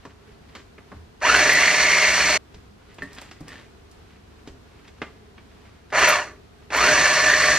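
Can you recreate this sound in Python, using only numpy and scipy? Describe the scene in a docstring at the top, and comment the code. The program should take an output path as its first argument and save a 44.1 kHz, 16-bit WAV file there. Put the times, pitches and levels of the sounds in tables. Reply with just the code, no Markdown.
"""Whisking thick filling in a small kitchen

A stick blender with a whisk beats filling in a bowl: a long run, a brief burst, then another long run.
Clicking gear teeth rattle the plastic housing and whine at the tooth rate; noise makes brush hiss and churning.
Around the runs come plastic taps, knocks on the bowl, soft thuds, brushing cloth and a crackling foil wrapper.
All but the room sound is spread wide with short kitchen echoes, over room air, a faint drone and appliance hum."""
import sys
import numpy as np
from scipy import signal
from scipy.fft import rfft, irfft
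from scipy.io import wavfile
from scipy.ndimage import map_coordinates

SR = 44100
rng = np.random.default_rng(int(sys.argv[2]) if len(sys.argv) > 2 else 0)


def dump_mix(stems):
    """Bounce the given channels to the path in sys.argv[1] as a 16-bit WAV at rate SR."""
    frames = np.atleast_2d(stems).T  # one column per channel
    limited = np.clip(frames, -1, 1)  # hard clip at full scale
    pcm = np.round(limited * 32767).astype(np.int16)
    wavfile.write(sys.argv[1], SR, pcm)


N = 334616
TIME = np.arange(N) / SR  # s
FREQ = np.maximum(np.arange(N // 2 + 1) * SR / N, 1)  # Hz
LEFT_RIGHT = np.array([[1], [-1]])  # sign of the side signal in each channel

# Presses of the button. Each row: on in seconds, off in seconds, attack time constant in seconds,
# then settled levels before speed and tilt act: rattle in dB, hiss in dB, churning in dB, bowl hollow in dB.
RUNS = [(1.211, 2.4, 0.05, -21.5, -24, -38.5, -37), (5.92, 6.115, 0.055, -19.5, -26.5, -42.5, -26),
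        (6.709, 7.7, 0.066, -21.5, -24.5, -37, -28)]
# Motor speed, one list a run. Each row: time in seconds, gear teeth per second in Hz, whine level in dB.
MESH = [
    [(1.213, 479.8, -42), (1.25, 962, -17), (1.305, 1395, -17.5), (1.38, 1572, -19), (1.45, 1738, -25),
     (1.51, 1927, -19), (1.62, 2021, -19.5), (1.75, 2087, -23.5), (1.87, 2135, -22.5), (2.06, 2103, -20),
     (2.16, 2131, -27.5), (2.38, 2167, -27)],
    [(5.919, 420.7, -27), (5.97, 897.7, -26), (6.03, 1299, -18), (6.075, 1392, -29), (6.11, 1229, -19.5),
     (6.2, 1258, -12)],
    [(6.702, 401.7, -40), (6.74, 789, -22), (6.785, 1114, -12.5), (6.83, 1316, -17), (6.9, 1596, -20),
     (7.0, 1764, -22.5), (7.12, 1743, -24.5), (7.3, 1794, -20), (7.48, 1826, -19), (7.59, 1810, -23.5)],
]
# Teeth that pass in one turn of the motor, of the middle wheel and of the whisk (counts).
TEETH_PER_TURN = (12, 36, 122)
# The first run breaks off dead, echo and all: from in seconds, to in seconds.
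BREAK_S = (2.378, 2.9)
TURNING_HZ = 405.5  # above this mesh rate the motor counts as running
MOTOR_SHAKE_DB, WHEEL_SHAKE_DB, SHAKE_AT_HZ = -41.5, -54, 2170  # imbalance, at this mesh rate


def blender():
    """The motor turns the whisk through a toothed wheel; the shared tooth count drives every layer."""
    runs = sum(press(mesh, *run) for mesh, run in zip(MESH, RUNS))
    mesh_hz, rattle_gain, whine_gain, hiss_gain, churn_gain, hollow_gain, torque = runs
    unsteady = 1 + .008 * walk(25) + .003 * walk(4)
    teeth = np.cumsum(mesh_hz * unsteady) / SR
    motor, wheel, whisk = (2 * np.pi * teeth / count for count in TEETH_PER_TURN)
    sweep = np.sin(whisk + .4 * walk(3)) + .6 * np.sin(2 * whisk + .7 * walk(4))
    load = undb(0.73 * walk(35) + 0.93 * np.sin(wheel))
    clicks = running_unit(tooth_clicks(teeth, scatter_db=3.0, pattern_db=1.0, slack=.15), mesh_hz)
    sound = gear_rattle(mesh_hz, clicks, load, torque) * rattle_gain
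    sound += gear_whine(mesh_hz, teeth, motor, wheel, whisk, sweep) * whine_gain
    sound += brush_hiss(mesh_hz, clicks, load, motor) * hiss_gain
    sound += churning(mesh_hz, sweep) * churn_gain
    sound += bowl_hollow(mesh_hz, load) * hollow_gain
    # imbalance grows with the square of speed
    shake = undb(MOTOR_SHAKE_DB) * np.sin(motor) + undb(WHEEL_SHAKE_DB) * np.sin(wheel)
    sound += (mesh_hz / SHAKE_AT_HZ) ** 2 * shake
    before_break = np.clip((BREAK_S[0] - TIME) / 0.0049, 0, 1)
    heard = (TIME > RUNS[0][0]) * before_break + (TIME > BREAK_S[1])
    return kitchen(sound + scrapes(), wet_db=-11, t60=0.21) * heard


COAST_S, COAST_POWER = .4, 4.6  # friction stops it in this time; loudness falls as this power of speed
SLACK_POWER = 3.7  # coasting gears lose their mesh, so the whine fades by this further power
SURGE_DB, SURGE_S = 11.5, 0.18  # starting torque drives the gears harder, then eases
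HISS_SURGE_DB = 8.5  # starting current makes the brushes hiss more
HISS_POWER, CHURN_POWER = 1, 1.45  # hiss and churning are scaled by these powers of speed
STIFF_DB, STIFF_AT_S, STIFF_WIDTH_S = 9.5, 0.143, 0.16  # resting filling churns louder until it loosens


def press(mesh, on, off, attack_s, rattle_db, hiss_db, churn_db, hollow_db):
    """One run: mesh rate, gains of rattle, whine, hiss, churning and hollow, and starting torque."""
    s, hz, whine_db = np.transpose(mesh)
    age = np.clip(TIME - on, 0, off + COAST_S - on)
    coast = np.clip(1 - (TIME - off) / COAST_S, 0, 1) * (TIME > on)
    mesh_hz = np.interp(TIME, s, hz) * coast
    speed = mesh_hz / hz.max()
    drive = (1 - np.exp(-age / attack_s)) * coast ** COAST_POWER
    torque = np.exp(-age / SURGE_S)
    stiff = np.exp(-((age - STIFF_AT_S) / STIFF_WIDTH_S) ** 2)
    return np.array([mesh_hz,
                     drive * undb(rattle_db + SURGE_DB * torque),
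                     drive * coast ** SLACK_POWER * undb(np.interp(TIME, s, whine_db)),
                     drive * speed ** HISS_POWER * undb(hiss_db + HISS_SURGE_DB * torque),
                     speed ** CHURN_POWER * undb(churn_db + STIFF_DB * stiff),
                     drive * undb(hollow_db),
                     drive * torque])


def tooth_clicks(teeth, scatter_db, pattern_db, slack, count=36):
    """One click a tooth: each wheel tooth has its own strength, and backlash makes it early or late."""
    at = np.flatnonzero(np.diff(np.floor(teeth)) > 0)
    wheel = rng.standard_normal(count)[np.arange(len(at)) % count]
    size, late = noise()[at], noise()[at]
    place = at + slack * late / np.diff(teeth)[at]
    place = np.clip(place, 0, N - 1).astype(int)
    strength = undb(scatter_db * size + pattern_db * wheel)
    sign = np.sign(noise()[at] + wheel)
    return np.bincount(place, strength * sign, N)


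# Resonances of housing and bowl. Each row: frequency in Hz, width in Hz, lift in dB.
HOUSING = [(420, 37, 7), (609, 73, 8.5), (976, 32, 6), (1465, 81, 3.5), (1760, 120, 6), (1954, 46.8, 5.5),
           (2130, 40, 1.5), (2270, 37, 6.5), (2730, 48, 3.5), (4295, 330, 5), (4413, 90, 8), (5960, 130, 8)]


def housing_lift():
    """Resonances of housing and bowl as a lift in dB at every frequency."""
    return sum(db / (1 + (2 * (FREQ - hz) / width) ** 2) for hz, width, db in HOUSING)


# Broad colour of the gear sound. Each row: frequency in Hz, relative level in dB.
RATTLE = [(200, -25.5), (400, -15), (560, -6), (750, -3), (880, -8.5), (1000, -3), (1400, -2.5),
          (2000, 0.5), (2450, 0.5), (2750, -2.5), (3100, -7.5), (3800, -12.5), (6000, -49.5)]
CLACKS_PER_S, CLACK_DB = 30, 22.5  # the whisk knocks in its loose coupling; level over the teeth's rms
# grip and filling keep shifting the resonances: (rough share of their frequency, shifts per s)
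WAVER_SHARE, WAVER_RATE = .008, 9
# slower teeth strike softer: below this mesh rate the rattle tips to under the edge
SOFT_UNDER_HZ, SOFT_POWER, SOFT_EDGE_HZ = 1930, 0.84, 1850
BITE_DB = 1.5  # starting torque bites harder and brightens the rattle


def gear_rattle(mesh_hz, clicks, load, torque):
    """Tooth clicks and loose clacks excite the housing; faster, harder-driven teeth sound brighter."""
    clacks = (rng.random(N) < CLACKS_PER_S / SR) * np.sign(noise()) * undb(CLACK_DB)
    blows = (clicks + clacks) * load
    rattle = waver(colour(blows, contour(RATTLE) + housing_lift()), WAVER_SHARE, WAVER_RATE)
    rattle = running_unit(rattle, mesh_hz)
    dull = irfft(rfft(rattle) / (1 + (FREQ / SOFT_EDGE_HZ) ** 6), N)
    hard = (np.maximum(mesh_hz, TURNING_HZ) / SOFT_UNDER_HZ) ** SOFT_POWER * undb(BITE_DB * torque)
    return dull / np.sqrt(hard) + (rattle - dull) * hard


# Partials of the whine at 1, 2, 3 times the mesh rate: level in dB, relative to one another.
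WHINE_PARTIALS_DB = [2, -6.5, -3.5]
WHINE_HOUSING_SHARE = .5  # how much of the housing's resonance the whine takes on
WHINE_FLUTTER_DB = 0.5  # swing with each sweep of the whisk
# phase swing with motor and wheel, and jitter from backlash (radians at full speed)
MOTOR_WOBBLE, WHEEL_WOBBLE, BACKLASH_JITTER = 1.05, .6, .55


def gear_whine(mesh_hz, teeth, motor, wheel, whisk, sweep):
    """Shafts run out of true and give sidebands; partials flare as they cross housing resonances."""
    wobble = MOTOR_WOBBLE * np.sin(motor + .6 * walk(8))
    wobble += WHEEL_WOBBLE * np.sin(wheel + .6 * walk(5)) + .9 * np.cos(whisk)
    wobble = (wobble + BACKLASH_JITTER * walk(170)) * mesh_hz / mesh_hz.max()
    phase = 2 * np.pi * teeth + wobble
    partials = sum(undb(db) * np.sin(k * phase) for k, db in enumerate(WHINE_PARTIALS_DB, 1))
    flutter_db = WHINE_FLUTTER_DB * sweep + 1.2 * np.sin(wheel) + 1.8 * np.sin(motor) + 3.8 * walk(69.1)
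    body = contour(RATTLE) + WHINE_HOUSING_SHARE * housing_lift()
    return running_unit(colour(partials * undb(flutter_db), body), mesh_hz)


# Colour of the motor brushes. Each row: frequency in Hz, relative level in dB.
HISS = [(2000, -33), (3000, -7.5), (3500, -8.5), (4100, -1), (5000, -1), (5700, 1.5), (7000, -1),
        (8200, -7.5), (9000, -7), (9700, -13), (10800, -11.5), (12000, -13), (13000, -18), (14200, -29)]


def brush_hiss(mesh_hz, clicks, load, motor):
    """Brush noise pulses twice a motor turn, with a little tooth click, through the housing."""
    brushes = noise() * undb(2 * np.sin(2 * motor)) + 0.26 * clicks
    hiss = colour(brushes * load, contour(HISS) + housing_lift())
    return running_unit(waver(hiss, WAVER_SHARE / 2, WAVER_RATE), mesh_hz)


# Colour of the beaten filling. Each row: frequency in Hz, relative level in dB.
CHURN = [(30, -35), (48, -10), (62, 6.5), (90, -11), (135, -3.5), (220, -7), (290, 0.5), (340, -2),
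         (420, 4), (600, -34.5)]
CHURN_FLUTTER_DB = 1.5  # swing with each sweep of the whisk


def churning(mesh_hz, sweep):
    """Filling churns as low noise that swells with each sweep of the whisk."""
    flutter = undb(1.35 * walk(17) + CHURN_FLUTTER_DB * sweep)
    return running_unit(colour(noise() * flutter, contour(CHURN)), mesh_hz)


# Resonances of the air in the bowl. Each row: frequency in Hz, width in Hz, relative level in dB.
HOLLOW = [(604.6, 49, 3), (1156, 160, -0.5)]


def bowl_hollow(mesh_hz, load):
    """Air in the bowl resonates to noise under the gear load, at each run's own level for the bowl's tilt."""
    cavity = sum(undb(db) / (1 + (2 * (FREQ - hz) / width) ** 4) for hz, width, db in HOLLOW)
    return running_unit(irfft(rfft(noise() * load) * cavity, N), mesh_hz)


# Wires grazing the bowl. Each row: middle in seconds, length in seconds, level in dB.
SCRAPES = [(1.535, 0.01824, -31.5), (5.995, 0.014, -38), (6.092, 0.017, -17.5), (6.768, 0.013, -27),
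           (6.818, 0.02, -36), (6.915, .014, -41), (7.3, 0.015, -33)]
# Colour of the graze. Each row: frequency in Hz, relative level in dB.
SCRAPE_COLOUR = [(5000, -30), (9000, -8), (10700, 5.5), (12000, 6), (13300, -6), (14500, -9.5)]


def scrapes():
    """A spinning wire grazes the bowl with a thin, gritty squeak."""
    grit = noise() * undb(4.0 * walk(303))
    return unit(colour(grit, contour(SCRAPE_COLOUR))) * swells(SCRAPES)


# Taps and clicks of the plastic handle. Each row: start in seconds, level in dB before colouring,
# top of the body in Hz, treble against body in dB before the lifts below, contact build-up in seconds.
TAPS = [(0.051, -21.5, 1160, -30.5, 0.0018), (0.55, -27, 4000, -18, 0.0022),
        (0.779, -30, 1930, -36, 0.0025), (0.916, -23.5, 1280, -40, 0.0029), (1.204, -43, 3930, -8, 0.0011),
        (2.541, -39.5, 4000, -14, 0.0046), (2.983, -29.5, 4030, -25.5, 0.0027),
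        (3.179, -27.5, 4500, -28, 0.003), (3.213, -31.5, 4500, -26, 0.0073),
        (3.311, -31, 4400, -16, 0.0018), (3.477, -35.5, 4010, -24, 0.0035), (4.472, -35, 4500, -13, 0.0034),
        (4.872, -37.5, 4000, -18, 0.0098), (5.017, -14.5, 2470, -31.5, 0.00032),
        (5.379, -35, 3993, -34, 0.00087), (5.902, -37.5, 4008, -16, 0.00067),
        (5.923, -20, 2600, -26, 0.003), (6.703, -23, 3006, -24, 0.0013)]
# Colour of taps, also lent to cloth. Each row: frequency in Hz, relative level in dB.
TAP_COLOUR = [(71, -44), (120, -7), (253, -1), (520, -6), (852, -8.5), (1140, -5), (1290, -8), (1870, -5),
              (2500, -7.5), (3930, -14.5), (6810, -23), (10300, -34.5), (13000, -33)]
TAP_T60_S, CRACK_T60_S = 0.085, 0.002
BODY_LIFT_DB, TREBLE_LIFT_DB = 6.0, 28.0


def taps():
    """Short cracks of plastic: each contact builds, then decays, with its own share of treble."""
    t = TIME[:SR // 4]
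    dull, bright = np.zeros(N), np.zeros(N)
    for s, db, top_hz, treble_db, build_s in TAPS:
        after = np.maximum(t - build_s, 0)
        build = np.minimum(t / max(build_s, 1 / SR), 1)
        crack = rng.standard_normal(len(t)) * build * (fade(after, TAP_T60_S) + 0.15 * fade(after, CRACK_T60_S))
        lowpass = signal.butter(3, top_hz, fs=SR, output="sos")
        add(dull, s, signal.sosfilt(lowpass, crack) * undb(db))
        add(bright, s, crack * undb(db + treble_db))
    body = contour(TAP_COLOUR)
    treble = body - 10 * np.log10(1 + (4000 / FREQ) ** 6)  # high-pass at 4 kHz
    return undb(BODY_LIFT_DB) * colour(dull, body) + undb(TREBLE_LIFT_DB) * colour(bright, treble)


# Knocks that ring the bowl; the first pair comes as a hand reaches for the wrapper. Each row: start in seconds,
# peak in dB before the room.
KNOCKS = [(3.0215, -20.5), (3.026, -23), (3.49, -34), (3.519, -30.5), (3.556, -35.5), (3.591, -40)]
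# Ring of the bowl. Each row: frequency in Hz, relative level in dB, t60 in seconds.
BOWL = [(160, -19.5, 0.28), (277, -6.5, 0.14), (411, -8, 0.098), (600, -10.5, 0.12), (1134, -20, 0.3),
        (1445, -9, 0.09), (1680, -6, 0.042), (1795, 4, 0.058), (1854, -6, 0.22), (1930, -6, 0.06),
        (2620, -17, 0.057), (4080, -10.5, 0.031)]


def knocks():
    """Blows on the bowl ring its modes."""
    out, t = np.zeros(N), TIME[:SR // 3]
    ring = sum(undb(db) * np.sin(2 * np.pi * hz * t) * fade(t, t60) for hz, db, t60 in BOWL)
    for s, db in KNOCKS:
        # one sharp blow, then faint rubbing
        contact = 0.045 * rng.standard_normal(len(t)) * fade(t, 0.042)
        contact[0] = 1
        knock = signal.fftconvolve(contact, ring)[:len(t)]
        add(out, s, undb(db) * knock / np.abs(knock).max())
    return out


# Sharpest crinkles of the foil wrapper. Each row: start in seconds, level in dB before colouring.
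CRINKLES = [(2.943, -44), (3.026, -36), (3.13, -39), (3.1494, -40), (3.213, -33), (3.405, -42.5),
            (3.482, -34), (3.913, -42.5)]
# Colour of foil. Each row: frequency in Hz, relative level in dB.
CRINKLE_COLOUR = [(800, -27.5), (2500, -17), (4500, 0.5), (7000, -3), (9500, -2.5), (13000, -3),
                  (15000, -17)]
# fine crackle while the foil is handled: middle, length, level before colouring
WRAPPER_S, WRAPPER_LENGTH_S, WRAPPER_DB = 3.35, 0.99, -70


def foil_wrapper():
    """Foil buckles in tiny snaps: cubed noise is spiky, in sharp bursts over a fine crackle."""
    foil, t = np.zeros(N), TIME[:SR // 6]
    for s, db in CRINKLES:
        snaps = unit(rng.standard_normal(len(t)) ** 3)
        add(foil, s, undb(db) * snaps * fade(t, 0.055))
    handled = np.exp(-(2 * (TIME - WRAPPER_S) / WRAPPER_LENGTH_S) ** 4)
    foil += unit(noise() ** 3) * undb(WRAPPER_DB + 3.4 * walk(13)) * handled
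    return colour(foil, contour(CRINKLE_COLOUR))


# Wrapper squeezed and peeled back. Each row: middle in seconds, length in seconds, level in dB.
CRUMPLES = [(3.187, 0.02, -42), (3.23, 0.06, -59), (3.495, 0.035, -53), (3.56, 0.11, -47.5)]
# Colour of squeezed foil. Each row: frequency in Hz, relative level in dB.
CRUMPLE_COLOUR = [(300, -22), (700, -6), (1800, 0), (3500, -3), (6000, -12), (12000, -26)]
CRUMPLE_SNAPS_PER_S, CRUMPLE_SCATTER_DB = 500, 5


def crumpling():
    """Squeezed foil crackles: many faint snaps and a few strong ones."""
    size = undb(CRUMPLE_SCATTER_DB * np.minimum(rng.exponential(size=N), 3))
    snaps = (rng.random(N) < CRUMPLE_SNAPS_PER_S / SR) * np.sign(noise()) * size
    return unit(colour(snaps, contour(CRUMPLE_COLOUR))) * swells(CRUMPLES)


# Sleeves and hands brushing past. Each row: middle in seconds, length in seconds, level in dB.
BRUSHES = [(0.06, 0.19, -57), (0.583, 0.063, -51), (2.9, 0.14, -59.5), (3.03, 0.041, -49),
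           (3.2, 0.33, -52.5), (3.548, 0.2, -50), (4.19, 0.26, -71), (4.484, 0.038, -57.5),
           (4.84, 0.25, -58.5), (5.06, 0.097, -55), (5.68, 0.29, -61)]
RUSTLE_DB, RUSTLE_SWING_DB = -69, 4.5  # clothes keep rustling faintly


def cloth_brushes():
    """Uneven cloth noise: each brush of a sleeve or hand swells and dies away over a faint rustle."""
    cloth = unit(colour(noise() * undb(3.5 * walk(30) + 2.0 * walk(250)), contour(TAP_COLOUR)))
    return cloth * (swells(BRUSHES) + undb(RUSTLE_DB + RUSTLE_SWING_DB * walk(6)))


# Soft blows on the worktop. Each row: start in seconds, level in dB, pitch in Hz, t60 in seconds.
THUDS = [(0.325, -41, 60, 0.38), (0.918, -42.5, 174, 0.029), (0.948, -36, 77.8, 0.45),
         (2.547, -37.5, 64, 0.32), (3.011, -35, 180, 0.18), (3.409, -31, 160, 0.13),
         (3.408, -29.5, 287, 0.093), (4.475, -29, 268, 0.07), (4.501, -36.5, 55.7, .35),
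         (5.018, -33.5, 286, 0.1)]


def thuds():
    """Soft blows: a low, damped swing with a little dull noise."""
    out, t = np.zeros(N), TIME[:SR // 2]
    for s, db, hz, t60 in THUDS:
        band = signal.butter(2, [hz / 2, hz * 2], "band", fs=SR, output="sos")
        dull = unit(signal.sosfilt(band, rng.standard_normal(len(t))))
        add(out, s, undb(db) * (np.sin(2 * np.pi * hz * t) + 0.27 * dull) * fade(t, t60))
    return out


# Colour of the room air. Each row: frequency in Hz, relative level in dB.
ROOM_TONE = [(15, -36.5), (25, -10.5), (80, -1.5), (155, -10), (172, -9.5), (202, -5.5), (325, -12.5),
             (412, -9.5), (582, -20), (700, -15), (778, -19), (1470, -21), (2070, -25.5), (4230, -29),
             (13900, -46)]
# Stereo width of the room air. Each row: frequency in Hz, side minus mid in dB.
TONE_WIDTH = [(60, -27), (110, -9.5), (220, -1.5), (600, 0.5), (12000, -0.5)]
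# Appliance hum. Each row: frequency in Hz, rms level in dB.
HUM = [(49.5, -62.5), (71.5, -58), (100, -61), (150, -65.5)]
ROOM_TONE_DB = -52.5  # of the mid signal
DRONE_HZ, DRONE_WIDTH_HZ, DRONE_DB, DRONE_SWING_DB = 417, 73, -63.5, 4


def room_tone():
    """Steady room air, nearly mono in the deep bass, with central hum and a drone that comes and goes."""
    mid = colour(noise(), contour(ROOM_TONE))
    side = colour(noise(), contour(ROOM_TONE) + contour(TONE_WIDTH))
    air = (mid + LEFT_RIGHT * side) / np.std(mid) * undb(ROOM_TONE_DB + 0.63 * walk(3.95))
    drone = walk(DRONE_WIDTH_HZ / 2) * np.sin(2 * np.pi * DRONE_HZ * TIME)
    drone = unit(drone * undb(DRONE_SWING_DB * walk(5.1))) * undb(DRONE_DB)
    hum = sum(undb(db) * np.sqrt(2) * np.sin(2 * np.pi * hz * TIME + 0.76 * walk(2.2)) for hz, db in HUM)
    return air + drone + hum


# Stereo spread of the direct sound. Each row: frequency in Hz, phase by which left leads in radians.
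SPREAD_PHASE = [(60, -.05), (250, -.22), (700, -.12), (2200, -.18), (3400, -.15), (4500, -1.05),
                (5700, -1.6), (7000, -2.1), (8500, -2.45), (10000, -2.95), (12000, -2.8)]
# Stereo width of the echoes. Each row: frequency in Hz, side minus mid in dB.
ECHO_WIDTH = [(60, -25), (250, -16), (1200, -22), (2500, -10), (3400, -4), (4500, 2), (6000, 2),
              (7500, 4.5), (9000, 2), (9900, -11), (12000, -10)]


def kitchen(x, wet_db, t60):
    """Direct sound is spread wide, drifting towards opposite phase in the treble; walls add a diffuse tail."""
    tail = fade(TIME, t60) * (TIME > .003)
    mid, side = (rfft(noise() * tail) / np.sqrt(np.sum(tail ** 2)) for _ in range(2))
    direct = np.exp(.5j * LEFT_RIGHT * contour(SPREAD_PHASE))
    echoes = undb(wet_db) * direct * (mid + LEFT_RIGHT * side * undb(contour(ECHO_WIDTH)))
    balance = undb(-.35 * LEFT_RIGHT)  # right slightly louder
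    return irfft(rfft(x) * (direct + echoes), N) * balance / np.sqrt(1 + undb(2 * wet_db))


def undb(db):
    """Decibels to gain."""
    return 10 ** (np.asarray(db) / 20)


def unit(x):
    """Scale to rms 1."""
    return x / np.sqrt(np.mean(x ** 2))


def running_unit(x, mesh_hz):
    """Scale to rms 1 over the time the motor runs."""
    return x / np.sqrt(np.mean(x[mesh_hz > TURNING_HZ] ** 2))


def contour(points):
    """(Hz, value) points joined on a log-frequency axis."""
    hz, value = np.transpose(points)
    return np.interp(np.log(FREQ), np.log(hz), value)


def colour(x, db):
    """Causal minimum-phase filter with the given gain in dB at every frequency."""
    cepstrum = irfft(np.log(undb(db)), N)
    cepstrum[1:N // 2] *= 2
    cepstrum[N // 2 + 1:] = 0
    return irfft(rfft(x) * np.exp(rfft(cepstrum)), N)


def waver(x, share, rate):
    """Let all resonances drift up and down together by slowly bending time."""
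    shift_s = share * walk(rate) / (np.pi * rate)
    return map_coordinates(x, [(TIME + shift_s) * SR], mode="mirror")


def noise():
    """White noise."""
    return rng.standard_normal(N)


def walk(rate):
    """Smooth random wander with spread 1, mostly slower than the rate in Hz."""
    return unit(irfft(rfft(noise()) / (1 + (FREQ / rate) ** 4), N))


def fade(t, t60):
    """Exponential decay by 60 dB in t60 seconds."""
    return np.exp(-np.log(1000) * t / max(t60, 1e-3))


def swells(rows):
    """Gain of smooth swells, each given as (middle s, length s, level dB)."""
    return sum(undb(db) * np.exp(-(2 * (TIME - s) / length) ** 2) for s, length, db in rows)


def add(track, s, sound):
    """Mix a sound in at a time in seconds."""
    start = int(s * SR)
    track[start:start + len(sound)] += sound[:N - start]


def scene():
    """The blender and the small sounds of work in one room."""
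    small = taps() + knocks() + foil_wrapper() + crumpling() + cloth_brushes()
    small = kitchen(small, wet_db=-10.5, t60=0.3653)
    return blender() + small + kitchen(thuds(), wet_db=-4.0, t60=0.3) + room_tone()


CEILING = 1  # peaks are rounded towards this level, full scale being 1
TOP_HZ = 14300


def record(dry):
    """The recorder rounds the loudest peaks and cuts the top."""
    rounded = dry / (1 + (dry / CEILING) ** 4) ** (1 / 4)
    return signal.sosfilt(signal.ellip(8, .2, 70, TOP_HZ, fs=SR, output="sos"), rounded)


dry = scene()
out = record(dry)
dump_mix(out)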